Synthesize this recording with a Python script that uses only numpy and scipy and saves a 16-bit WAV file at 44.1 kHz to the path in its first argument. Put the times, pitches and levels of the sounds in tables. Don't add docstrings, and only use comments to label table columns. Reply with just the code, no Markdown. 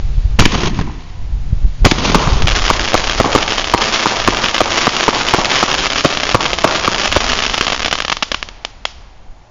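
import sys
import numpy as np
from scipy import signal
from scipy.fft import rfft, irfft
from scipy.io import wavfile
from scipy.ndimage import uniform_filter1d

SR = 44100
rng = np.random.default_rng(int(sys.argv[2]) if len(sys.argv) > 2 else 0)


def put_to_file(sound):
    columns = np.atleast_2d(sound).T
    safe = np.clip(columns, -1, 1)
    whole_steps = np.round(safe * 32767)
    wavfile.write(sys.argv[1], SR, whole_steps.astype(np.int16))


N = 418950
TIME = np.arange(N) / SR

# (time [s], bang [dB], ground reflection lag [s], pitch [Hz], rolling echo [dB], crackling cloud [dB])
SHELLS = [(1.8601, 6, 0.0083, 699, -18.5, -22), (2.146, 14, 0.0082, 1180, -10, -22),
          (2.701, 7.5, 0.0085, 1130, -16.5, -24), (2.9418, 9.5, 0.0094, 700, -17, -43),
          (3.200, 10, 0.0089, 674, -9.5, -24), (3.3501, 15, 0.0091, 636, -22, -23.5),
          (3.7376, 12, 0.0086, 1110, -13, -33), (4.058, 1, 0.0093, 1170, -13.5, -24.5),
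          (4.2754, 15, 0.0092, 667, -11, -23.5), (4.6055, 9.5, 0.0092, 675, -12.5, -24),
          (4.8691, 5, 0.0083, 677, -16, -21.5), (5.08, 8.5, 0.0082, 1120, -10.5, -25.5),
          (5.337, 11.5, .008, 1130, -11.5, -24), (5.628, 2, 0.0081, 1202, -15, -31.5),
          (6.048, 12, 0.0065, 1160, -19.5, -20), (6.3452, 12, 0.0069, 1130, -14, -21.5),
          (6.6424, 16, 0.0063, 1166, -13.5, -42), (6.877, -1, 0.0051, 1280, -16.5, -28.5),
          (7.163, 4.5, 0.0046, 869, -16.5, -28.5)]
# (frequency [Hz], level [dB])
THUD_SPECTRUM = [(30, -1.5), (130, 5), (350, -2.5), (550, -18.5), (1100, -13.5), (3000, -23.5),
                 (7000, -32.5)]


def from_db(db):
    return 10 ** (np.asarray(db) / 20)


def rms_one(x):
    return x / np.sqrt(np.mean(x ** 2) + 1e-20)


def level(rows, column=1):
    rows = np.array(rows)
    return from_db(np.interp(TIME, rows[:, 0], rows[:, column], left=-140, right=-140))


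def at_hz(points, hz):
    points = np.array(points)
    return np.interp(np.log(np.maximum(hz, 1)), np.log(points[:, 0]), points[:, 1])


def colour(x, spectrum, size=8192):
    cepstrum = irfft(np.log(from_db(at_hz(spectrum, np.fft.rfftfreq(size, 1 / SR)))))
    cepstrum[1:size // 2] *= 2
    cepstrum[size // 2 + 1:] = 0
    response = irfft(np.exp(rfft(cepstrum)))
    return signal.oaconvolve(x, response / np.linalg.norm(response))[:len(x)]


def drift(per_s, size=4096):
    return rms_one(np.interp(TIME * per_s, np.arange(size), rng.standard_normal(size)))


def noise(spectrum, grit_db=0):
    grit = from_db(grit_db * np.minimum(drift(700, size=8192), 2.5))
    white = rng.standard_normal(N) * grit
    return rms_one(colour(np.concatenate([white[-SR:], white]), spectrum)[SR:])


def even(x, window_s):
    power = np.abs(uniform_filter1d(x ** 2, max(int(window_s * SR), 2)))
    return x / np.sqrt(power + 1e-3 * np.mean(x ** 2))


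def add(out, s, sound):
    i = max(int(round(s * SR)), 0)
    out[i:i + len(sound)] += sound[:max(N - i, 0)]


def night():
    # (time [s], distant noise [dB], hiss [dB])
    levels = [(0, -45.5, -40.5), (1.3, -49, -45.5), (1.8, -47.5, -42), (8.7, -46.5, -50), (9.5, -46.5, -71)]
    # (frequency [Hz], level [dB])
    distant_spectrum = [(30, 4), (150, 4.5), (450, -1.5), (800, 6), (1300, -6), (3000, -12), (7000, -17)]
    hiss_spectrum = [(500, -2), (2500, 0.5), (4000, -0.5), (7000, -6.5)]
    return level(levels, 1) * noise(distant_spectrum) + level(levels, 2) * noise(hiss_spectrum)


def wind(gain_db=-3.5, gust_db=2, gusts_per_s=9):
    # (time [s], level [dB])
    strength = [(0.0, -8), (1.08, -20.5), (1.64, -7.5), (1.74, -15.5), (1.85, -3), (1.9, -18.5), (2.49, -7),
                (2.54, -12), (3.75, -24), (4.15, -32), (4.21, -19), (4.71, -31.5), (7.06, -25), (7.17, -13),
                (7.2, -19), (8.65, -34.5), (9.37, -32), (9.5, -41)]
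    # (frequency [Hz], level [dB])
    spectrum = [(8, 4.5), (20, 1.5), (36, 4.5), (60, -3.5), (110, -10.5), (170, -22), (300, -34.5),
                (1500, -51), (7000, -80)]
    gusts = from_db(gain_db + gust_db * drift(gusts_per_s))
    return gusts * level(strength) * even(noise(spectrum), window_s=0.15)


def buffets():
    # (time [s], peak [dB], period [s])
    eddies = [(0.181, -7, 0.018), (0.255, -2.5, 0.022), (1.337, -8.5, 0.036), (1.53, -2, 0.013),
              (1.652, -0.5, 0.027), (1.832, -3, 0.036), (2.33, -6, 0.015), (2.446, -3.5, 0.017),
              (9.3, -23, 0.052)]
    out, t = np.zeros(N), TIME[:SR // 4] - 1 / 8
    for s, db, period in eddies:
        phase = 2 * np.pi * t / period
        add(out, s + t[0], from_db(db) * phase * np.exp((1 - phase ** 2) / 2))
    return out


def blast(spectrum, decay_s, front, size=4096):
    turbulence = rng.standard_normal(size) * np.exp(-TIME[:size] / decay_s)
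    turbulence[0] = front * np.linalg.norm(turbulence)
    wave = colour(turbulence, spectrum)
    return wave / np.sqrt(np.sum(wave ** 2) / (decay_s * SR))


def swing(hz, cycles, slowing, size=4096):
    turns = np.log1p(slowing * hz * TIME[:size]) / slowing
    return np.sin(2 * np.pi * turns) * np.exp(-(turns / cycles) ** 2)


def launches(wall_lag_s=0.0655, wall_db=-11):
    # (time [s], level [dB], length of the push [s])
    charges = [(0.3888, 16.5, 0.028), (1.847, 14, 0.00093)]
    # (frequency [Hz], level [dB])
    spit_spectrum = [(30, 9), (150, -4.5), (380, 8), (600, 2.5), (1000, 5), (2800, 5), (7000, -5.5)]
    out, t = np.zeros(N), TIME[:4096]
    for s, db, push_s in charges:
        push = (1 - t / push_s) * np.exp(-t / push_s)
        echo_s, echo_gain = s + wall_lag_s, from_db(db + wall_db)
        add(out, s, from_db(db - 5) * push)
        add(out, s + 0.003, from_db(db - 2) * blast(spit_spectrum, decay_s=0.0059, front=1))
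        add(out, s + 0.00714, from_db(db - 15) * swing(hz=141.5, cycles=1.35, slowing=0.38))
        add(out, echo_s, echo_gain * blast(spit_spectrum, decay_s=0.0026, front=0.34))
        add(out, s + 0.0046, from_db(db - 5.5) * blast(THUD_SPECTRUM, decay_s=0.0071, front=0.095))
        add(out, echo_s + 0.0062, echo_gain * blast(THUD_SPECTRUM, decay_s=0.0014, front=1))
    return out


def outdoors(x, near_db=-14, near_s=0.032, far_db=-19, build_up_s=0.0046, slap_s=0.058, width_s=0.013):
    # (frequency [Hz], time to fall 60 dB [s])
    tail_t60 = [(100, 2.5), (800, 2.54), (3000, 1.1), (7000, 0.62)]
    # (frequency [Hz], level [dB])
    grazing_spectrum = [(60, -1.5), (200, -2), (450, -6), (750, -1), (1100, -3), (1700, -5), (3200, 2),
                        (7000, 3.5)]
    t, edges_hz = TIME[:SR], np.geomspace(40, 12000, 8)
    white, far = rng.standard_normal(SR), np.zeros(SR)
    for low, high in zip(edges_hz, edges_hz[1:]):
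        band_pass = signal.butter(2, [low, high], "band", fs=SR, output="sos")
        band = signal.sosfilt(band_pass, rng.standard_normal(SR))
        far += band * from_db(-60 * t / at_hz(tail_t60, np.sqrt(low * high)))
    build_up = 1 - np.exp(-(t / build_up_s) ** 2)
    wall = 1 + np.exp(-((t - slap_s) / width_s) ** 2)
    near = white * np.exp(-t / near_s) * build_up * wall
    far *= build_up
    response = from_db(near_db) * near / np.linalg.norm(near)
    response += from_db(far_db) * far / np.linalg.norm(far)
    return signal.fftconvolve(x, colour(response, grazing_spectrum))[:N]


def shifting_echoes(x, moves_per_s=23, places=4):
    place = TIME * moves_per_s
    shares = [np.clip(1 - np.abs((place - k + 1) % places - 1), 0, 1) for k in range(places)]
    return sum(outdoors(x * np.sqrt(share)) for share in shares)


def comet_rush(hiss_db=3, rumble_db=2, sputter_db=3, surge_db=0.9):
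    # (time [s], hiss [dB], rumble [dB])
    climbs = [
        [(0.41, -42, -51), (0.438, -50, -33), (0.495, -34, -28), (0.545, -21.5, -23), (0.585, -26, -22),
         (0.62, -23.5, -24), (0.665, -21, -21.5), (0.7, -35.5, -24), (0.77, -37, -25), (0.912, -46, -31.5),
         (1.158, -55, -52), (1.3, -68, -66)],
        [(1.88, -44, -43), (1.945, -31, -32), (2.016, -23, -23), (2.066, -20.5, -18), (2.234, -25.5, -26.5),
         (2.39, -28, -27), (2.47, -42, -26)],
    ]
    # (frequency [Hz], level [dB])
    hiss_spectrum = [(100, -32), (400, 2), (700, -2), (1100, 1.5), (1600, -7.5), (3200, -3.5), (4200, -7.5),
                     (6500, -10.5), (9000, -55)]
    rumble_spectrum = [(40, -20.5), (130, 13.5), (350, 3), (550, -18), (1500, -34)]
    hiss = noise(hiss_spectrum, grit_db=1.5)
    hiss *= from_db(hiss_db + sputter_db * drift(220) + surge_db * drift(35.24))
    rumble = noise(rumble_spectrum) * from_db(rumble_db)
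    return sum(hiss * level(climb, 1) + rumble * level(climb, 2) for climb in climbs)


def thuds():
    # (time [s], level [dB])
    knocks = [(0.423, -8), (.527, -15), (0.556, -13), (.634, -8.5), (.790, -12.5), (0.812, -13),
              (1.983, -12), (2.099, -7.5), (2.273, -6.5)]
    out = np.zeros(N)
    for s, db in knocks:
        add(out, s, from_db(db) * blast(THUD_SPECTRUM, decay_s=0.0071, front=0.69))
    return out


def house_slaps():
    # (time [s], level [dB])
    arrivals = [(.556, -20), (0.79, -15), (.872, -25), (.896, -25), (2.2, -24), (3.243, -8), (3.259, -9.5),
                (4.331, -24), (5.385, -7.5), (6.672, -13)]
    # (frequency [Hz], level [dB])
    spectrum = [(150, 1), (600, -6), (1050, -0.5), (1500, -19), (5000, -38)]
    out = np.zeros(N)
    for s, db in arrivals:
        add(out, s, from_db(db) * blast(spectrum, decay_s=0.0049, front=0.32))
    return out


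def snaps(shocks, bounce, scatter, bounce_s=0.00189, scatter_s=0.0017, size=512):
    # (frequency [Hz], level [dB])
    spectrum = [(40, -7), (150, -3.5), (350, 1.5), (800, -1), (1200, 3), (1600, 1), (2400, 0.5),
                (3200, 1.5), (4000, -3), (5500, -2), (7000, -9), (12000, -32)]
    out = np.zeros(N)
    for s, height in shocks:
        shock = scatter * rng.standard_normal(size) * np.exp(-TIME[:size] / scatter_s)
        shock[0] = 1
        lag = int(np.clip(bounce_s * SR * rng.normal(1, 0.07), 1, size // 2))
        shock[lag] += bounce / 2
        shock[lag + int(0.00018 * SR)] -= bounce
        add(out, s, height * shock)
    return colour(out, spectrum)


def ground_lag(s):
    # (time [s], lag [s])
    lags = [(2.4, 0.0094), (4.6, 0.0089), (6.2, 0.0069), (7.1, 0.0048), (8.3, .0035), (8.85, 0.0011)]
    return np.interp(s, *np.transpose(lags))


def cracks(pops, spike_db=12, body_db=-6, body_hz=920, bite_db=-5, bite_hz=3050, ground_db=-12):
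    reflections = [(s + ground_lag(s) * rng.normal(1, 0.08), db + rng.normal(ground_db, 4))
                   for s, db in pops]
    shocks = [(s, from_db(db + spike_db)) for s, db in pops + reflections]
    spikes = snaps(shocks, bounce=0.43, scatter=0.058, scatter_s=0.0019)
    body = np.zeros(N)
    for s, db in pops:
        pitch_hz = body_hz * from_db(rng.normal(0, 3.23))
        add(body, s, from_db(db + body_db) * grain_swing(pitch_hz, cycles=0.8))
        add(body, s, from_db(db + bite_db) * grain_swing(bite_hz, cycles=1.33))
    low_cut = signal.butter(2, 620, "high", fs=SR, output="sos")
    return spikes + signal.sosfilt(low_cut, body)


def grain_swing(hz, cycles, size=4096):
    turns = hz * TIME[:size]
    return np.sin(2 * np.pi * turns) * np.exp(-turns / cycles)


def shell_bursts(gain_db=3, swing_hz=1500, swings_s=0.002, loss_db=2.5, ring_s=0.0012, ground_hz=760):
    # (frequency [Hz], level [dB])
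    spectrum = [(30, -4), (110, -1), (250, -3.5), (600, -1.5), (1200, -0.5), (1700, -12.5), (3200, -16.5),
                (7000, -23)]
    out = np.zeros(N)
    for s, db, lag_s, hz, _, _ in SHELLS:
        quick_swing = swing(swing_hz * from_db(rng.standard_normal()), cycles=0.83, slowing=1.13)
        add(out, s, from_db(db - 1) * blast(spectrum, decay_s=0.0016, front=0.29))
        add(out, s, from_db(db - 2) * swing(hz, cycles=ring_s * hz, slowing=0.012))
        for k, delay_s in enumerate(np.arange(0, swings_s, 1 / hz)):
            add(out, s + delay_s, from_db(db - k * loss_db) * quick_swing)
        ground_swing = swing(ground_hz * from_db(rng.standard_normal()), cycles=0.77, slowing=1.095)
        ground_blast = from_db(-6) * blast(spectrum, decay_s=0.0013, front=0.73)
        add(out, s + lag_s, from_db(db - 1) * (ground_swing + ground_blast))
    return from_db(gain_db) * out


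def distant_roll(gain_db=-5.5, delay_s=0.047, decay_s=0.15, grit_db=-1.5, echoes_per_s=300):
    # (frequency [Hz], level [dB])
    spectrum = [(60, 1), (220, -0.5), (550, 4), (1000, 6.5), (1300, 0), (1700, -5), (5000, -14)]
    out, t = np.zeros(N), TIME[:SR]
    for s, _, _, _, roll_db, _ in SHELLS:
        roughness = np.interp(t * echoes_per_s, np.arange(1024), rng.uniform(-1.2, 1.2, size=1024))
        envelope = rms_one(from_db(grit_db * roughness)) * np.exp(-t / decay_s)
        add(out, s + delay_s, from_db(roll_db + gain_db) * envelope * rng.standard_normal(SR))
    return colour(out, spectrum)


def star_clouds(smoulder_s=0.527, catch_s=0.15, burn_s=0.22, burn_out_s=0.43):
    # (peak time [s], level [dB], half length [s])
    flurries = [(2.585, -13, 0.014), (2.682, -16, 0.024), (3.37, -15, 0.018), (3.502, -23, .02),
                (3.837, -15.5, 0.029), (3.948, -18, 0.039), (4.02, -16, .025), (4.44, -16, 0.012),
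                (4.765, -16.5, 0.1), (5.563, -14, 0.037), (5.744, -32, 0.036), (5.956, -18, 0.021),
                (6.003, -15, 0.019), (6.441, -17.5, 0.031), (6.754, -18.5, 0.023), (7.29, -17, 0.027),
                (7.457, -18.5, 0.042)]
    power = np.zeros(N)
    for s, *_, cloud_db in SHELLS:
        age = TIME - s - smoulder_s
        swell = np.clip(age / catch_s, 0, 1)
        fade = np.exp(-np.maximum(age - catch_s - burn_s, 0) / burn_out_s)
        power += (from_db(cloud_db) * swell * fade) ** 2
    for s, db, half_s in flurries:
        power += from_db(db) ** 2 / (1 + ((TIME - s) / half_s) ** 2) ** 2
    return np.sqrt(power)


def pop_rates():
    # (time [s], tiny grains [1/s], middling cracks [1/s])
    rates = [(2.4, 365, 4), (3.2, 553, 4), (4, 890, 5), (5.7, 897, 5), (6.4, 330, 3), (7.201, 398, 5),
             (8.0, 109.5, 0)]
    times, tiny, middling = np.transpose(rates)
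    return [np.interp(TIME, times, per_s, left=0, right=0) for per_s in (tiny, middling)]


def crackle(gain_db=2.5, clump_db=5.5, spread_db=4.5, flare_db=1.27, flares_per_s=30, dense_per_s=1200):
    per_s, _ = pop_rates()
    pop_times = TIME[rng.random(N) < per_s * from_db(clump_db * drift(55)) / SR]
    sizes = from_db(spread_db * np.minimum(rng.exponential(1, len(pop_times)), 4.2))
    grains = snaps(zip(pop_times, sizes), bounce=0.15, scatter=0.02)
    sparseness = np.sqrt(dense_per_s / np.maximum(per_s, dense_per_s / 10))
    flare = from_db(flare_db * sparseness * np.minimum(drift(flares_per_s), 1))
    return from_db(gain_db) * flare * star_clouds() * even(grains, window_s=0.062)


def off_ground(sizzle, gain_db=-5, band_hz=(170, 700)):
    dull = signal.butter(1, band_hz, "band", fs=SR)
    delayed = np.interp(TIME - ground_lag(TIME), TIME, sizzle)
    return from_db(gain_db) * signal.lfilter(*dull, delayed)


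def middling_cracks(mean_db=-7.5, spread_db=2, count=200):
    _, per_s = pop_rates()
    due = np.cumsum(per_s) / SR
    turns = np.arange(count) + rng.random(count)
    levels_db = rng.normal(mean_db, spread_db, count)
    return [(np.searchsorted(due, turn) / SR, db) for turn, db in zip(turns, levels_db) if turn < due[-1]]


def scene():
    # (time [s], level [dB])
    loud_cracks = [(1.008, -33), (2.4219, -4.5), (2.4728, 3), (2.482, 5), (2.5, -5), (2.5126, -4),
                   (2.52, -3.5), (2.5518, -5), (2.581, -12), (2.651, -2), (2.6808, -2), (2.795, -3),
                   (2.877, -2), (2.888, -15), (2.933, 1), (3.0724, -5), (3.0967, 2), (3.1327, -5),
                   (3.3285, -2), (3.429, -2.0), (3.4797, -1), (3.505, -7), (3.5214, 0.5), (3.5819, 3.5),
                   (3.5954, -3), (3.643, -0.5), (3.698, -3), (3.931, -7), (3.9598, -2), (3.994, -3),
                   (4.2, 1), (4.248, -4), (4.37, 2), (4.442, 5.5), (4.459, 2), (4.485, 1), (4.493, -4),
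                   (4.545, 3), (4.552, -2), (4.564, 1), (4.5805, 5), (4.658, -4), (4.72, -8), (4.7795, -5),
                   (4.846, -6), (4.855, -12), (4.9658, 4), (5.0075, 3), (5.03, 1.5), (5.0378, 1),
                   (5.069, -8), (5.1608, -3), (5.211, -0.5), (5.2857, 6), (5.4468, 3.5), (5.518, -2),
                   (5.57, -4), (5.584, -2), (5.7144, 2), (5.742, 3.5), (5.8576, 2.5), (5.867, 0),
                   (5.9023, -0.5), (5.959, -2), (6.061, -2), (6.111, -11), (6.126, -4), (6.1721, 3.5),
                   (6.2332, 1.5), (6.2916, 3), (6.313, -1), (6.407, 2.5), (6.455, 0.5), (6.462, 1),
                   (6.5317, 5), (6.586, 0.5), (6.846, 1.5), (6.857, -3), (6.946, 1.5), (7.057, 4.5),
                   (7.1251, 4), (7.2043, -2.0), (7.2425, -4), (7.2985, -1.5), (7.332, 5), (7.3892, 2),
                   (7.4223, 1.5), (7.431, -13), (7.452, -3), (7.4643, -3), (7.497, -2), (7.542, 7.5),
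                   (7.5798, 1.5), (7.61, 10), (7.6676, 3.5), (7.6802, 2), (7.701, 0), (7.7217, 2),
                   (7.73, 2), (7.747, -6), (7.7946, -8), (7.822, -12), (7.83, -4), (7.8466, 2.5),
                   (7.8595, 3), (7.8811, -1.5), (7.912, -1.5), (7.9273, 10.5), (7.9539, -1.5), (7.9867, -6),
                   (8.0032, 3), (8.022, -6), (8.0491, 1), (8.0812, -4), (8.0984, 3.5), (8.1185, 0),
                   (8.125, 4), (8.1691, -7.5), (8.2245, 4), (8.229, 2.5), (8.317, 3), (8.3447, 2),
                   (8.4277, -4.5), (8.4883, -16), (8.6495, -4), (8.853, 3)]
    lift, bangs, sizzle = launches(), shell_bursts(), crackle()
    pops = loud_cracks + middling_cracks()
    bare_cracks = snaps([(s, from_db(db)) for s, db in pops], bounce=0, scatter=0)
    to_surroundings = (from_db(-5) * lift + from_db(-8) * bangs
                       + from_db(11.5) * bare_cracks + from_db(4.5) * sizzle)
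    echoes = shifting_echoes(to_surroundings) + distant_roll() + house_slaps()
    background = night()
    fireworks = lift + bangs + cracks(pops) + sizzle + off_ground(sizzle) + thuds() + comet_rush()
    return (fireworks + echoes + wind() + buffets() + background)[None]


def record(dry, overload=0.91, mic_band_hz=7050, cutoff_hz=16000):
    mic_band = signal.ellip(8, 0.5, 70, mic_band_hz, fs=SR, output="sos")
    top_cut = signal.cheby2(12, 70, cutoff_hz, fs=SR, output="sos")
    narrow = signal.sosfilt(mic_band, np.clip(dry, -overload, overload))
    return signal.sosfilt(top_cut, np.clip(narrow, -1, 1))


dry = scene()
out = record(dry)
put_to_file(out)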